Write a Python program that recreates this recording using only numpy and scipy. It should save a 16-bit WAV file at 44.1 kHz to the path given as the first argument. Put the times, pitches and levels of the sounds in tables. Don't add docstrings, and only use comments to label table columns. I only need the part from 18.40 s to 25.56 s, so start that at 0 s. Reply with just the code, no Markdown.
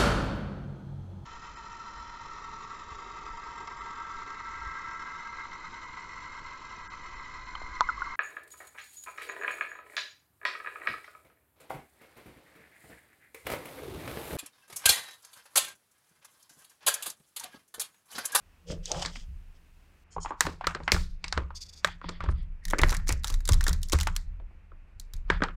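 import sys
import numpy as np
from scipy import signal
from scipy.fft import rfft, irfft, next_fast_len
from scipy.io import wavfile
from scipy.ndimage import uniform_filter1d, map_coordinates

SR = 44100
rng = np.random.default_rng(int(sys.argv[2]) if len(sys.argv) > 2 else 0)


def level_to_linear(level):
    exponent = np.asarray(level, float) / 20
    return 10 ** exponent


def transcribe(u):
    v = np.clip(np.atleast_2d(u).T, -1, 1)
    q = np.round(v * 32767).astype(np.int16)
    wavfile.write(sys.argv[1], SR, q)


N = 315749

# [freq_hz, level_db]
KITCHEN_COLOUR = [(120, -49.5), (200, -15.5), (342, -18), (468, -20.5), (652, -22.5), (742, -22),
                  (2600, -23), (3370, -36.5), (16500, -54.5)]
HISS_COLOUR = [(2500, -4), (3500, -11.5), (14000, -18), (16000, -17), (16500, -37)]

# [time_s, thump_db, sway_over_thump_db, drum_over_thump_db]
TABLE_JOLTS = [(0.3, -33, -5, -1.5), (0.541, -36, -7.5, -2), (0.638, -41.5, -1.5, -2),
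               (0.753, -46.5, 6, -10), (0.884, -33, -7, -22), (1.285, -67.5, 11, -12),
               (1.769, -37, -4, -8.5), (2.048, -33.5, -10.5, -6), (2.271, -37, -4.5, -4),
               (2.42, -39, -8, -6), (2.536, -20, -9, -13), (2.838, -42, 2, -9), (2.968, -22, -19.5, -19.5),
               (3.461, -41, -7, -3.5), (3.657, -38.5, 4, -1), (3.8, -35, -8, -7), (3.879, -18.5, -9, -16.5),
               (4.029, -43, 2, -9), (4.263, -39, 12.5, -8.5), (4.417, -19, -2.5, -13),
               (4.569, -28.5, -1, -13.5), (4.706, -21, -3.5, -19), (4.919, -32, 9, -18),
               (5.112, -13, -6, -19), (5.302, -20.5, -4, -17), (5.543, -15, -8.5, -21),
               (5.677, -35, -5, -7.5), (5.86, -35, 3, -30), (6.3, -55, 9, -14), (6.549, -45, 3, -16),
               (6.737, -39, 10.5, -17), (6.9, -26.5, -3, -9), (7.007, -35, -9, -7.5)]
# level with hands still [level_db], swell [rise_s], decay [t60_s]
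TABLE_REST_DB = (-65, -63, -75)
TABLE_RISE_S = (.03, 0.0057, 0.0073)
TABLE_T60_S = (.85, 0.42, 0.4)

# [time_s, level_db, lifted_0_to_1]
LID_CREAKS = [
    (.24, -85, 0.2),
    (.3, -34.5, 0.02),
    (.36, -56, 0.03),
    (.46, -69, 0),
    (.515, -34.5, 0.75),
    (.6, -40.5, 1),
    (.7, -61, 0.8),
    (.86, -82, 0.8),
]
# [freq_hz, width_hz, level_db]
LID_SEATED = [(505, 110, 0)]
LID_FREE = [(344, 330, -7), (587, 140, 0.5), (750, 203, 0), (1180, 1440, -9.5)]
# [start_s, end_s, level_db]
FINGER_RUBS = [
    [(.262, .36, -49.5), (.305, .328, -40.5), (.425, .55, -47.5), (.5, .7, -45), (.615, .635, -32),
     (.67, .86, -54.5), (.748, .778, -48.5), (1.14, 1.185, -72)],
    [(1.704, 1.765, -57.5), (1.797, 1.87, -50), (1.82, 1.846, -43), (1.883, 1.915, -61.5),
     (2.42, 2.48, -65)],
    [(3.146, 3.19, -44), (3.203, 3.243, -40.5), (3.252, 3.278, -54.5), (3.283, 3.308, -50.5),
     (3.322, 3.352, -51), (3.345, 3.415, -54)],
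    [(3.898, 3.928, -60.5), (3.975, 3.992, -71.5), (4.022, 4.038, -70.5), (4.235, 4.25, -68)],
    [(4.21, 4.335, -60), (4.35, 4.385, -55), (4.58, 4.67, -63), (4.74, 4.84, -65)],
    [(3.62, 3.71, -54), (3.69, 3.8, -57), (3.8, 3.89, -59), (3.93, 4.06, -64), (3.45, 3.56, -53),
     (6.9, 6.99, -52)],
]
# [freq_hz, width_hz, level_db]
SKIN_COLOURS = [
    [(1880, 1200, -5.5), (3250, 800, 1.5), (4960, 1250, 2.5), (6630, 3000, 1), (8590, 2700, -2),
     (12300, 4000, -15)],
    [(3140, 150, -9.5), (4390, 620, -10.5), (5330, 500, -6), (6800, 770, -5), (9070, 2000, -14.5)],
    [(2400, 1200, -11.5), (3480, 300, -2), (4690, 790, -0.5), (6600, 1250, -3), (8250, 800, -6),
     (9500, 1200, -10), (12700, 4000, -14.5)],
    [(4640, 2100, 4), (9400, 1200, 3)],
    [(1850, 350, 0)],
    [(1900, 500, -1), (3400, 550, 0), (4700, 800, -4)],
]

# [freq_hz, width_hz, level_db]
TUB_WALLS = [(306, 470, -1), (664, 230, -2.5)]
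SEAL_SHEET = [(1000, 886, -0.5), (1730, 1077, 5.5), (2275, 2250, 1)]
FOIL_SHEET = [(3660, 1300, 0.55), (4950, 2100, 0.14)]
FOIL_CREASES = [(5500, 2300, -1.5), (7600, 1300, 1.5), (8640, 1100, -2)]
TORN_EDGE = [(9440, 1900, -1), (12160, 5600, -1.4), (15200, 4500, -2.5)]

# [time_s, strength_db, flap_pitch_hz, crispness_db]
TUB_KNOCKS = [(.301, -27.5, 515, -30), (.321, -25.5, 517, -33.5), (.5164, -39, 2680, 27.5),
              (.6588, -30, 1810, 19), (2.067, -18, 1000, -3), (2.3484, -23, 1340, -0.5),
              (2.4021, -29.5, 940, -27), (2.434, -48, 1540, 10), (2.5441, -21.5, 1670, -7),
              (2.9756, -17, 1130, -5.5), (3.6421, -31.5, 987, -20), (3.6864, -32.5, 1900, -3),
              (3.6913, -27.5, 1200, 5), (3.8388, -30, 950, -2), (3.8612, -33, 1250, -19),
              (3.888, -25, 1180, -16), (4.326, -47, 2510, -14), (4.3345, -16, 1600, -30),
              (4.393, -19, 2080, -16), (4.4348, -14, 1810, -9), (4.7037, -25.5, 1930, 1),
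              (5.309, -35, 1770, -4), (5.9991, -41, 800, -26), (6.108, -51.5, 902, -31),
              (6.318, -43, 1232, -35), (7.005, -32.5, 1280, -21), (7.0203, -13.5, 1430, -21)]
# [time_s, strength_db, flap_pitch_hz, crispness_db]
SHEET_POPS = [(.4564, -60, 3020, 41.5), (6.9008, -9.5, 1610, -9), (.546, -31.5, 1290, -13),
              (.757, -36, 2150, -6), (.6131, -45, 1020, -18), (.6224, -27.5, 800, -6),
              (.6496, -27, 1930, 4), (1.8484, -24, 960, -42), (1.8588, -21.5, 945, -22),
              (1.9063, -14.5, 1010, -44), (1.919, -23, 1000, -55), (2.2101, -24.5, 820, -20),
              (2.2382, -26, 920, -43), (2.2429, -25.5, 1700, -15), (2.4785, -13, 1950, -13),
              (2.8416, -26, 2160, 8), (2.8807, -43, 2400, 20), (2.9672, -33, 1250, -20),
              (3.105, -30.5, 1070, -30), (3.6148, -31.5, 1280, -22), (3.8052, -22.5, 1184, -16),
              (.5097, -39, 700, -10), (4.3442, -26.5, 1150, -33), (4.599, -44.5, 1730, -15),
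              (1.764, -22.5, 860, -65), (1.7816, -23, 1010, -61), (2.9251, -22, 1550, 7),
              (7.0358, -16.5, 1400, -5), (7.0848, -29, 1280, -19)]
# [time_s, strength_db, flap_pitch_hz, crispness_db]
HEAVY_RIPS = [(2.519, -15, 2200, 0), (4.3088, -37.5, 1930, 6.5), (4.3844, -27.5, 1960, -3),
              (4.4154, -23, 1340, 1.5), (4.4783, -34, 815, -9), (4.5036, -35.5, 1510, 7.5),
              (4.5202, -29, 890, -7), (4.6812, -48.5, 2400, 23.5), (4.6917, -23.5, 2270, 1.5),
              (4.725, -40.5, 2500, 13), (4.9007, -32.5, 1090, 2.5), (5.0903, -18, 1180, -1.5),
              (5.1215, -38, 2400, 8), (5.1325, -32.5, 1850, 10.5), (5.2811, -26, 1350, 5),
              (5.2931, -35, 1260, 9), (5.5216, -32.5, 2440, 8), (5.5259, -31.5, 1150, 9.5),
              (5.5314, -17, 1192, -0.5), (6.765, -60, 2400, 12)]
# [time_s, strength_db, flap_pitch_hz, crispness_db]
LIGHT_SNAPS = [(2.0072, -12.5, 1740, -2), (4.389, -26, 1850, -1.5), (4.4617, -33, 1070, -8),
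               (4.4941, -32, 1980, 2.5), (4.5261, -20.5, 1370, -9), (4.5424, -39, 1840, 3),
               (4.5476, -25.5, 1880, -5), (4.844, -26.5, 1520, 5), (5.1418, -37, 900, 8.5),
               (5.2087, -27.5, 1780, 0), (5.2407, -38.5, 1240, 10), (5.2662, -21, 1680, -5),
               (5.5877, -28.5, 2000, -2.5), (5.601, -31.5, 1240, 4), (5.6102, -33.5, 1240, 11.5),
               (5.6716, -19, 1160, -6.5)]
# [time_s, strength_db, flap_pitch_hz, crispness_db]
RIM_LIFTS = [
    (2.052, -23.5, 910, -12),
    (2.0648, -31, 1500, -3),
    (2.2695, -11.5, 1290, -8),
    (2.5637, -23.5, 1474, -9),
    (3.4462, -15.5, 1700, -2),
    (3.473, -30, 1900, -3),
    (5.23, -44, 2070, 4),
    (4.3466, -40, 1900, -14),
]
# [time_s, strength_db, crispness_db]
FOIL_TICKS = [(4.2525, -44, 13), (4.2667, -60, 9), (4.2823, -48, 14), (4.3016, -42, 10), (4.4376, -48, 10),
              (4.4472, -48, 6), (4.4718, -52, 10), (4.4853, -41, 6), (4.5068, -36, 9), (4.5678, -43.5, 12),
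              (4.6726, -38, -1), (4.687, -43, 7), (4.7185, -47, 11), (4.835, -47, 9), (4.8724, -46, 13),
              (4.8799, -38.5, 9), (4.8947, -42, 3), (4.9043, -44, 8), (4.9253, -47, 7),
              (4.9409, -38.5, 7.5), (5.0047, -47, 4), (5.0538, -47, 16.5), (5.0765, -36, 8.5),
              (5.276, -44, 9), (5.3301, -36, 9), (5.4164, -56.5, 9), (5.4308, -51, 22.5), (5.4859, -61, 24),
              (5.4972, -44, 7.5), (5.6313, -35, 5), (5.7534, -58, 12), (5.7637, -34.5, 9.5),
              (6.5982, -56.5, 20.5), (6.6118, -64, 12), (6.7358, -49, 13)]

# [time_s, peak_db]
GLUE_CRACKS = [(4.2533, -24.5), (4.2826, -29), (4.3018, -24), (4.3091, -22), (4.3259, -33), (4.3845, -28),
               (4.3891, -14), (4.4158, -24), (4.4373, -30), (4.4473, -31), (4.4786, -35), (4.4857, -30),
               (4.4943, -18), (4.5031, -22), (4.5069, -29), (4.5203, -27), (4.5425, -25), (4.5475, -22),
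               (4.5678, -20.5), (4.6728, -35), (4.6805, -26), (4.6918, -10), (4.7252, -15), (4.8444, -18),
               (4.8725, -25), (4.8803, -24), (4.8943, -32), (4.9008, -26), (4.9254, -32), (4.9412, -25),
               (5.0543, -27), (5.0767, -20), (5.0903, -8), (5.1216, -12), (5.1332, -24), (5.1419, -20),
               (5.2096, -22), (5.2299, -30), (5.2408, -16), (5.267, -26), (5.2754, -32), (5.2806, -13.5),
               (5.2932, -17), (5.3305, -19), (5.431, -22), (5.486, -35), (5.4977, -23), (5.5218, -16),
               (5.5262, -15), (5.5309, -11.5), (5.5879, -22), (5.6014, -20), (5.6098, -20), (5.6318, -22),
               (5.764, -15), (6.5983, -30)]
# [time_s, peak_db, pitch_hz, decay_cycles]
SHEET_BUCKLES = [(.5172, -13, 6200, 16), (2.0076, -4, 7200, 10), (2.0074, -16.5, 880, 6.6),
                 (2.2698, -13, 4250, 11), (2.2696, -22, 520, 7.3), (2.5189, -2.5, 4700, 8.3),
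                 (3.4462, -12.5, 3620, 17), (3.4462, -21.5, 595, 14), (3.4464, -17, 1200, 16),
                 (4.3343, -11, 1000, 3.2), (4.4348, -3, 1520, 3.3), (4.4348, -13.5, 2870, 5),
                 (5.6714, -14, 1680, 3), (5.6715, -19.5, 4970, 4), (6.9008, -17.5, 400, 5),
                 (6.9009, -20, 3510, 15), (4.2533, -36, 1850, 25), (4.2826, -40, 1850, 25),
                 (4.31, -40, 1850, 25), (2.4788, -17, 900, 5), (.4567, -22, 6500, 14),
                 (2.8815, -28, 5000, 9), (2.9262, -15, 5000, 9), (3.6913, -23, 4500, 9),
                 (1.764, -36, 480, 14), (1.782, -36, 420, 14), (5.7642, -25, 3200, 9),
                 (2.8416, -27, 3600, 12), (.77, -48, 230, 18), (6.9012, -18, 2200, 9),
                 (2.4792, -19, 2900, 6), (7.0364, -19.5, 4370, 5), (7.085, -36.5, 3180, 13)]

# [time_s, level_db]
FOIL_GASPS = [
    (2.009, -41),
    (2.52, -33.5),
]
# [start_s, end_s, level_db]
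FOIL_TUGS = [
    (4.229, 4.34, -64),
    (4.373, 4.583, -52.5),
    (4.664, 4.741, -44),
    (4.841, 4.957, -50),
    (5.05, 5.16, -54),
    (5.197, 5.339, -56),
    (5.524, 5.697, -56.5),
]


def unit(x):
    return x / np.sqrt(np.mean(x ** 2) + 1e-20)


def wobble(rate):
    knots = rng.standard_normal(int(N * rate / SR) + 4)
    return map_coordinates(knots, [np.arange(N) * rate / SR])


def filtered(x, response):
    m = next_fast_len(N + SR // 2)
    return irfft(rfft(x, m) * response(np.fft.rfftfreq(m, 1 / SR)), m)[:N]


def hiss(colour):
    hz, db = np.transpose(colour)
    shape = lambda f: level_to_linear(np.interp(np.log(f + 1), np.log(hz), db, -120, -120))
    return unit(filtered(rng.standard_normal(N), shape))


def kitchen():
    floor_db, air_db, air_end_s = -69.5, -74.5, 1.64
    tone = level_to_linear(floor_db + 0.91 * wobble(18)) * hiss(KITCHEN_COLOUR)
    air = level_to_linear(air_db + 0.59 * wobble(7.7)) * (np.arange(N) < air_end_s * SR)
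    return tone + air * hiss(HISS_COLOUR)


def modes(body):
    def response(f):
        total = 0
        for k, (hz, width, db) in enumerate(body):
            total = total + (-1) ** k * level_to_linear(db) * 1j * f * width / (hz * hz - f * f + 1j * f * width)
        return total
    return response


def rough(body):
    return unit(filtered(rng.standard_normal(N), lambda f: modes(body)(f) ** 2))


def blows_at(times_s, strengths):
    return np.bincount(np.round(np.asarray(times_s) * SR).astype(int), strengths, N)


def decaying(x, t60):
    return signal.lfilter([1], [1, -level_to_linear(-120 / (t60 * SR))], x)


def shaken(db, rest_db, rise, t60):
    linger_db, linger_t60 = -26, 3.2
    lean_db, lean_t60 = -9.5, 0.17
    kicks = blows_at(np.array(TABLE_JOLTS)[:, 0], level_to_linear(2 * db))
    power = decaying(kicks, t60) + level_to_linear(2 * linger_db) * decaying(kicks, linger_t60)
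    power = power + level_to_linear(2 * lean_db) * decaying(kicks[::-1], lean_t60)[::-1]
    swell = np.exp(-1 / (rise * SR))
    power = signal.lfilter([1 - swell], [1, -swell], power)
    return np.sqrt(power + level_to_linear(2 * rest_db))


def steady(x, window_s):
    return x / np.sqrt(np.abs(uniform_filter1d(x * x, round(window_s * SR))) + 1e-9)


def table():
    _, thump_db, sway_db, drum_db = np.transpose(TABLE_JOLTS)
    levels = [thump_db + sway_db + 2.0, thump_db - 3.5, thump_db + drum_db]
    gains = [shaken(*row) for row in zip(levels, TABLE_REST_DB, TABLE_RISE_S, TABLE_T60_S)]
    sway = gains[0] * steady(rough([(28.3, 11.0, 0)]), 0.33)
    boom = gains[1] * steady(rough([(57.72, 36, 0.0), (77.25, 15, 5.5), (106.5, 33, -8.0)]), 0.06)
    drum = gains[2] * steady(rough([(125, 62, -4.0), (174.8, 16, 3.0)]), 0.12)
    return sway + boom + drum


def lid():
    s, db, lifted = np.transpose(LID_CREAKS)
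    t = np.arange(N) / SR
    creak_db = np.interp(t, s, db, -150, -150)
    lifted = np.interp(t, s, lifted, 0, 0)
    gain = level_to_linear(creak_db + 3.3 * wobble(50) + 2.1 * wobble(160))
    return gain * ((1 - lifted) * rough(LID_SEATED) + lifted * rough(LID_FREE))


def strokes(rows, roundness, skew=1.0):
    t = np.arange(N) / SR
    return sum(level * np.sin(np.pi * np.clip((t - a) / (b - a), 0, 1) ** skew) ** roundness for a, b, level in rows)


def fingers():
    out = np.zeros(N)
    room_fall = level_to_linear(-120 / (0.2 * SR))
    for rubs, skin in zip(FINGER_RUBS, SKIN_COLOURS):
        power = strokes([(a, b, level_to_linear(2 * db)) for a, b, db in rubs], roundness=2.3)
        power = power * level_to_linear(1.6 * wobble(70) + 3.2 * wobble(400))
        power = power + 0.07 * signal.lfilter([1 - room_fall], [1, -room_fall], power)
        out += np.sqrt(power) * rough(skin)
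    return out


def releases():
    heavy_db, light_db = -3, -19
    padded_db, torn_db, rim_db, tick_db = -34, 2, -5, 5
    taut_hz = 1900
    ticks = [(s, db, taut_hz, crisp_db) for s, db, crisp_db in FOIL_TICKS]
    kinds = [(TUB_KNOCKS, heavy_db, padded_db), (SHEET_POPS, light_db, padded_db),
             (HEAVY_RIPS, heavy_db, torn_db), (LIGHT_SNAPS, light_db, torn_db),
             (RIM_LIFTS, light_db, rim_db), (ticks, light_db, tick_db)]
    rows = []
    for kind, tub_db, edge_db in kinds:
        for s, db, hz, crisp_db in kind:
            foil_db = db + crisp_db
            rows.append((s, db + tub_db, db, hz, foil_db, foil_db + edge_db))
    return rows


def dying(blows, t60, rise):
    swell = np.exp(-1 / (rise * SR))
    power = signal.lfilter([1 - swell], [1, -swell], decaying(blows ** 2, t60))
    return np.sqrt(power) * rng.standard_normal(N)


def struck(db, body, click_db, tear_t60, room_db, room_t60, top_hz, strain_db=-33):
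    blows = blows_at(np.array(releases())[:, 0], level_to_linear(db))
    tear = dying(blows, tear_t60, rise=0.00016) - level_to_linear(click_db) * blows
    strain = level_to_linear(strain_db) * dying(blows[::-1], 0.082, rise=0.0011)[::-1]
    room = level_to_linear(room_db + 2.5 * wobble(60) + 2.5 * wobble(250)) * dying(blows, room_t60, rise=0.0024)
    return filtered(strain + tear + room, lambda f: modes(body)(f) ** 2 / (1 + 1j * f / top_hz) ** 2)


def ringing(db, pitch_hz, sharpness, click_db, ring_t60, room_db, room_t60):
    out, t = np.zeros(N + SR), np.arange(SR // 6) / SR
    decay = level_to_linear(-60 * t / ring_t60) + level_to_linear(room_db - 60 * t / room_t60)
    for row, level_db, hz in zip(releases(), db, pitch_hz):
        push = rng.standard_normal(len(t)) * decay
        push[0] = -level_to_linear(click_db)
        b, a = signal.iirpeak(hz, sharpness, SR)
        ring = signal.sosfilt([[*b, *a]] * 3, push)
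        out[round(row[0] * SR):][:len(t)] += level_to_linear(level_db) * ring
    return out[:N]


def peeling():
    _, tub_db, seal_db, flap_hz, foil_db, edge_db = np.transpose(releases())
    crease_db = 0.73 * foil_db + 0.35 * edge_db
    softness_db = 0.53 * np.clip(seal_db - foil_db - 13.5, 0, 40)
    tub = struck(tub_db + 14, TUB_WALLS, click_db=15.5, tear_t60=0.044,
                 room_db=-13.5, room_t60=0.22, top_hz=1090)
    seal = struck(seal_db + 9.5 - softness_db, SEAL_SHEET, click_db=15, tear_t60=0.022,
                  room_db=-13.0, room_t60=0.18, top_hz=3250)
    foil = struck(foil_db - 0.5, FOIL_SHEET, click_db=5.5, tear_t60=0.019,
                  room_db=-20.5, room_t60=0.16, top_hz=8900)
    creases = struck(crease_db + 8.0, FOIL_CREASES, click_db=7.5, tear_t60=0.024,
                     room_db=-23.0, room_t60=0.23, top_hz=11800, strain_db=-38)
    edge = struck(edge_db + 3.5, TORN_EDGE, click_db=8, tear_t60=0.018,
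                  room_db=-27.5, room_t60=0.18, top_hz=29000, strain_db=-45)
    flap = ringing(seal_db + 9.0, flap_hz, sharpness=1.93, click_db=18.0, ring_t60=0.027,
                   room_db=-17.5, room_t60=0.27)
    dent_over_flap, dent_lowest_hz = 2.15, 3660
    dent_hz = np.maximum(dent_over_flap * flap_hz, dent_lowest_hz)
    dent_hz = dent_hz * np.exp(0.11 * rng.standard_normal(len(foil_db)))
    dent = ringing(crease_db + 6.5, dent_hz, sharpness=2.3, click_db=9, ring_t60=0.018,
                   room_db=-23.0, room_t60=0.25)
    return tub + seal + foil + creases + edge + flap + dent


def wavelets(rows):
    out, t = np.zeros(N + SR), np.arange(SR // 10) / SR
    for s, db, hz, cycles in rows:
        shape = level_to_linear(-60 * t * hz / cycles) * (1 - np.exp(-t * hz / 0.6))
        out[round(s * SR):][:len(t)] -= level_to_linear(db) * shape / shape.max() * np.sin(2 * np.pi * hz * t)
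    return out[:N]


def cracking():
    crack_hz, crack_cycles, lowest_hz = 6490, 5.5, 3200
    pitch_hz = crack_hz * np.exp(0.2 * rng.standard_normal(len(GLUE_CRACKS)))
    cracks = wavelets([(s, db, hz, crack_cycles) for (s, db), hz in zip(GLUE_CRACKS, pitch_hz)])
    thin = lambda f: (1j * f / (lowest_hz + 1j * f)) ** 2 * level_to_linear(2.5)
    return wavelets(SHEET_BUCKLES) + filtered(cracks, thin)


def shiver():
    s, db = np.transpose(FOIL_GASPS)
    blows = blows_at(s, level_to_linear(db))
    out = np.zeros(N)
    for body, level_db, t60 in [(FOIL_SHEET, 6, 0.36), (FOIL_CREASES, 3, 0.27), (TORN_EDGE, -6, 0.2)]:
        breath = level_to_linear(2.5 * wobble(90)) * dying(blows, t60, rise=0.0046)
        out += level_to_linear(level_db) * filtered(breath, modes(body))
    return out


def rustle():
    grains_per_s, spread_db = 1500, 2.5
    tension = strokes([(a, b, level_to_linear(db)) for a, b, db in FOIL_TUGS], roundness=0.77, skew=1.05)
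    grain_db = spread_db * np.minimum(rng.exponential(size=N), 3) + 2.9 * wobble(40)
    grains = (rng.random(N) < grains_per_s / SR) * level_to_linear(grain_db)

    def sheet(f):
        low = level_to_linear(-1.5) * modes(SEAL_SHEET)(f) ** 2 + modes(FOIL_SHEET[1:])(f)
        return low + modes(FOIL_CREASES)(f) + level_to_linear(-8) * modes(TORN_EDGE)(f)

    return tension * unit(filtered(dying(grains, 0.012, rise=0.0002), sheet))


def scene():
    hands = lid() + fingers()
    seal = peeling() + cracking() + shiver() + rustle()
    return (kitchen() + table() + hands + seal)[None]


def top_cut(x):
    return signal.sosfilt(signal.butter(12, 16970, fs=SR, output="sos"), x)


def record(dry):
    mix = filtered(dry[0], lambda f: 1 / (1 + (f / 15900) ** 50))
    mix = mix * np.clip((N - np.arange(N)) / 400, 0, 1)
    return top_cut(mix[None])


dry = scene()
out = record(dry)
transcribe(out)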